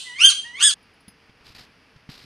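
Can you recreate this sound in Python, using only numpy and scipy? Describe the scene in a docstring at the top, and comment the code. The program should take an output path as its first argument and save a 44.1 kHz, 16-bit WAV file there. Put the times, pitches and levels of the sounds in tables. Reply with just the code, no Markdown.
"""Over quiet room noise and the fading ring of an earlier call, a parakeet on a table calls twice.
Each time a thin whistle swoops up into a loud screech, roughened by a fast flutter in the voice,
and rings in the room. The second ring is cut short. The bird then picks fruit from a steel plate
with faint ticks, and a hand reaches in: soft bumps on the table and a rustle of cloth."""
import sys
import numpy as np
from scipy import signal
from scipy.fft import rfft, irfft, next_fast_len
from scipy.io import wavfile
from scipy.ndimage import uniform_filter1d, map_coordinates

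SR = 44100
rng = np.random.default_rng(int(sys.argv[2]) if len(sys.argv) > 2 else 0)


def bounce(signal):
    """Save signal as a 16-bit WAV file at the path given by the first command-line argument."""
    frames = np.transpose(np.atleast_2d(signal))
    limited = np.clip(frames, -1, 1)
    pcm = np.round(limited * 32767).astype(np.int16)
    wavfile.write(sys.argv[1], SR, pcm)


N = 99225
NEAR_WIDTH, ROOM_WIDTH = 0.081, 0.43  # stereo width of close sounds and of echoes

# tone of the cloth's rustle and the beak's crack (frequency [Hz], level [dB])
RUSTLE_TONE = [(100, 2), (600, -6), (2000, -2), (3200, -0.5), (4900, 2.5), (6200, -12.5), (9000, -18),
               (13000, -17.5), (14200, -32), (15000, -59.5)]


def amp(db):
    """Turn decibels into a gain; amp(-60 * t / fade) drops 60 dB in the fade time."""
    return 10 ** (np.asarray(db) / 20)


def unit(x):
    """Scale to an average (rms) strength of 1."""
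    return x / np.sqrt(np.mean(x ** 2) + 1e-20)


def along(points, hz):
    """Read between (frequency, value) points on a log frequency axis."""
    freqs, values = np.transpose(points)
    return np.interp(np.log(hz + 1), np.log(freqs + 1), values)


def since(start):
    """Seconds since start, zero before."""
    return np.maximum(np.arange(N) / SR - start, 0)


def wobble(rate):
    """A smooth random curve through `rate` points a second."""
    return map_coordinates(rng.standard_normal(N // 4), [np.arange(N) * rate / SR], mode="wrap")


def filtered(x, response):
    """Scale each frequency in x by response(hz)."""
    size = next_fast_len(N + 8192)
    return irfft(rfft(x, size) * response(np.fft.rfftfreq(size, 1 / SR)), size)[..., :N]


def spread(pair, width):
    """Left and right from two unrelated signals; width 0 is mono."""
    return np.array([pair[0] + width * pair[1], pair[0] - width * pair[1]])


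def noise(tone, width):
    """Stereo noise of strength 1 with the given tone."""
    white = rng.standard_normal((2, N))
    return unit(spread(filtered(white, lambda hz: amp(along(tone, hz))), width))


def room_noise():
    """A quiet, low hush whose level wavers slightly."""
    # (frequency [Hz], level [dB])
    hush_tone = [(15, -41.5), (25, -9.5), (79, -2.5), (274, -3.5), (349, -8.5), (378, -10.5), (445, -2.5),
                 (523, -11.5), (722, -9.5), (2700, -8.5), (3930, -19.5), (4870, -13), (7500, -36),
                 (10100, -29.5), (15500, -48)]
    return amp(-57 + .7 * wobble(12)) * noise(hush_tone, width=0.067)


def cloth():
    """Short grainy strokes as the arm moves over the tablecloth."""
    # (start [s], hold [s], level [dB])
    strokes = [(1.444, 0.081, -54.5), (1.458, 0.015, -49.5), (1.544, 0.021, -46.5), (1.578, .035, -46),
               (1.622, 0.024, -53.5), (2.094, .03, -46.5), (2.125, 0.041, -47.5), (2.172, 0.15, -52)]
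    rise_s, fade_s, grain_db = 0.0031, 0.099, 2.5
    power = np.zeros(N)
    for start, hold, db in strokes:
        rise = 1 - np.exp(-since(start) / rise_s)
        power += (rise * amp(db - 60 * since(start + hold) / fade_s)) ** 2
    return np.sqrt(power) * unit(amp(grain_db * wobble(300)) * noise(RUSTLE_TONE, NEAR_WIDTH))


def table_bumps():
    """Each soft bump gives the table a low, quickly dying swing and a dull knock."""
    # (time [s], level [dB], pitch [Hz])
    bumps = [(1.079, -35, 189.4), (1.294, -40.5, 130.8), (1.408, -44, 69.8), (1.501, -39, 90.2),
             (1.555, -49, 117.6), (1.603, -51, 130.2), (1.961, -37.5, 140), (2.09, -29, 150.3),
             (2.243, -40.5, 160.4)]
    # (frequency [Hz], level [dB])
    knock_tone = [(40, 2), (250, 4), (500, -14), (2000, -7), (5000, -16), (12000, -50)]
    rise_s, swing_fade_s, knock_fade_s = 0.0016, .04, 0.053
    knock_noise = noise(knock_tone, NEAR_WIDTH)
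    out = np.zeros((2, N))
    for start, db, hz in bumps:
        t = since(start)
        swing = amp(-60 * t / swing_fade_s) * np.sin(2 * np.pi * hz * t)
        knock = amp(-8 - 60 * t / knock_fade_s) * knock_noise
        out += amp(db) * (1 - np.exp(-t / rise_s)) * (swing + knock)
    return out


def plate_ticks():
    """Each touch of the beak cracks faintly and rings the steel plate."""
    # (time [s], level [dB])
    touches = [(.828, -65), (.938, -68), (1.006, -63.5), (1.082, -46.5)]
    # (frequency [Hz], level [dB], fade time [s])
    steel_notes = [(5050, -6, 0.16), (6342, -19, 0.17), (9600, -11, 0.11), (10480, 4, 0.07),
                   (11940, -12, 0.11)]
    crack_fade_s = 0.034
    out = np.zeros((2, N))
    for start, touch_db in touches:
        t = since(start)
        ring = sum(amp(db - 60 * t / fade) * np.sin(2 * np.pi * hz * t) for hz, db, fade in steel_notes)
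        crack = (t > 0) * amp(-6 - 60 * t / crack_fade_s) * noise(RUSTLE_TONE, NEAR_WIDTH)
        out += amp(touch_db) * (ring + crack)
    return out


def room_echo(x):
    """Add early echoes from table and walls, which give way to a smooth ringing tail."""
    # how long the room rings (frequency [Hz], fade time [s])
    fade_times = [(200, 0.356), (1500, 0.3), (3500, 0.39), (9000, 0.38), (14000, 0.32)]
    early_s, early_db, tail_db = 0.014, -2, -9
    hz, t, bands = signal.stft(rng.standard_normal((2, SR * 2 // 3)), SR, nperseg=256)
    bands *= amp(-60 * t / along(fade_times, hz)[:, None])
    tail = spread(signal.istft(bands, SR, nperseg=256)[1], ROOM_WIDTH)
    early_share = np.exp(-np.arange(tail.shape[1]) / SR / early_s)
    tail *= 1 - early_share
    early = spread(rng.standard_normal(tail.shape), ROOM_WIDTH) * early_share
    echoes = amp(tail_db) * tail / np.linalg.norm(tail[0])
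    echoes += amp(early_db) * early / np.linalg.norm(early[0])
    return x + signal.fftconvolve(x[None], echoes, axes=1)[:, :N]


def call(curve, screech):
    """A gliding whistle: effort opens it into a screech, and a second, slower vibration roughens it."""
    # harmonics 1-8 (multiples of the pitch) of the soft whistle and the falling rasp (level [dB])
    whistle = [-18, -0.5, -8, -20.5, -27.5, -23, -35.5, -24]
    rasp = [-14, -4.5, 0.5, -7, -1.5, -3, -9.5, -15]
    # how the beak colours the voice, and the tone of the breath (frequency [Hz], level [dB])
    beak_tone = [(900, -1.5), (6800, -1), (7500, -17), (8400, 0), (10000, 0), (10800, -15), (12500, -15.5),
                 (15000, -29.5)]
    breath_tone = [(300, -44.5), (900, -21), (1500, -3.5), (2100, -4), (3000, -6.5), (4000, -7.5),
                   (6300, -2.5), (7400, -23.5), (9000, 1.5), (10200, -9.5), (11000, -10.5), (15000, -36.5)]
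    screech_from_db, screech_range_db, full_rasp_hz_per_s = -36, 11, 9400
    flutter_hz, flutter_depth, flutter_swing_rad = 290, .9, 0.26
    t = since(0)
    times, *columns = np.transpose(curve)
    pitch, db, rough = [np.interp(t, times, column) for column in columns]
    gate = np.interp(t, [times[0] - .005, times[0], times[-1], times[-1] + .005], [0, 1, 1, 0])
    opened = np.clip((db - screech_from_db) / screech_range_db, 0, 1)
    fall_speed = -uniform_filter1d(np.gradient(pitch), size=300) * SR
    falling = np.clip(fall_speed / full_rasp_hz_per_s, 0, 1) ** 2
    flutter = rough * np.sin(2 * np.pi * np.cumsum(flutter_hz * (1 + 0.0639 * wobble(80))) / SR)
    shaky_pitch = pitch * (1 + .03 * rough * wobble(602))
    phase = 2 * np.pi * np.cumsum(shaky_pitch) / SR + flutter_swing_rad * flutter
    voice = np.zeros(N)
    for k, (soft_db, loud_db, rasp_db) in enumerate(zip(whistle, screech, rasp), 1):
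        effort_db = soft_db + opened * (loud_db - soft_db)
        harmonic_db = effort_db * (1 - falling) + rasp_db * falling + along(beak_tone, k * pitch)
        hoarseness = 1 + 0.94 * rough * wobble(890)
        voice += amp(harmonic_db) * hoarseness * np.sin(k * phase)
    voice *= np.sqrt(2) * (1 + flutter_depth * flutter)
    breath = amp(-13.5) * rough * noise(breath_tone, width=0)[0]
    return amp(db) * gate * (voice + breath)


def parakeet():
    """Two calls ring in the room after the dying ring of an earlier one, then stop abruptly."""
    # the course of each call (time [s], pitch [Hz], level [dB], roughness [0-1])
    first_call = [(.045, 1000, -58, 0.14), (.07, 1009, -40, 0), (.1, 972, -37.5, 0),
                  (.13, 977, -38.5, 0.11), (.148, 1025, -49.5, 0), (.165, 1049, -34.5, 0.2),
                  (.18, 1064, -34.5, 0.12), (.208, 1322, -17, 0.31), (.234, 1502, -12.5, 0.18),
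                  (.25, 1592, -8, 0.22), (.28, 1601, -9, 0.1), (.29, 1539, -20.5, 0.29),
                  (.31, 1291, -26, 0.46), (.325, 1103, -38, 0.5)]
    second_call = [(.435, 864, -64.5, .05), (.454, 944, -39.5, 0.026), (.53, 971, -43.5, 0.034),
                   (.546, 1007, -38.5, 0.052), (.568, 1083, -35.5, .15), (.585, 1151, -35.5, 0.17),
                   (.604, 1359, -29.5, 0.69), (.63, 1654, -16.5, 0.48), (.656, 1731, -17, .3),
                   (.684, 1647, -17, 0.24), (.697, 1574, -26, 0.35), (.715, 1309, -32, 0.72),
                   (.73, 1104, -63.5, 0.71)]
    # harmonics 1-8 of each screech (level [dB])
    first_screech = [-20, 1.5, -22, -11.5, -21.5, -18, -31, -30.5]
    second_screech = [-12.5, 2, -10.5, -7.5, -1, -14, -20, -40.5]
    # the earlier call's ring (frequency [Hz], level [dB])
    ring_tone = [(530, -61), (900, -36.5), (1490, -24.5), (2310, -34.5), (2470, -11.5), (3040, -1),
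                 (4190, -5), (5590, -14.5), (9150, -9.5), (10900, -28.5), (13200, -38), (14000, -54.5)]
    ring_fade_s, cut_at_s, cut_fade_s = .55, .738, 0.015
    calls = room_echo(call(first_call, first_screech) + call(second_call, second_screech))
    earlier_ring = amp(-34 - 60 * since(0) / ring_fade_s) * noise(ring_tone, ROOM_WIDTH)
    lean_right = amp([[-.5], [.5]])
    return (calls + earlier_ring) * lean_right * amp(-60 * since(cut_at_s) / cut_fade_s)


def scene():
    """Bird, plate, table and cloth over the room's noise."""
    return parakeet() + plate_ticks() + table_bumps() + cloth() + room_noise()


def record(dry):
    """Remove the very highest treble."""
    return filtered(dry, lambda hz: hz < 15700)


dry = scene()
out = record(dry)
bounce(out)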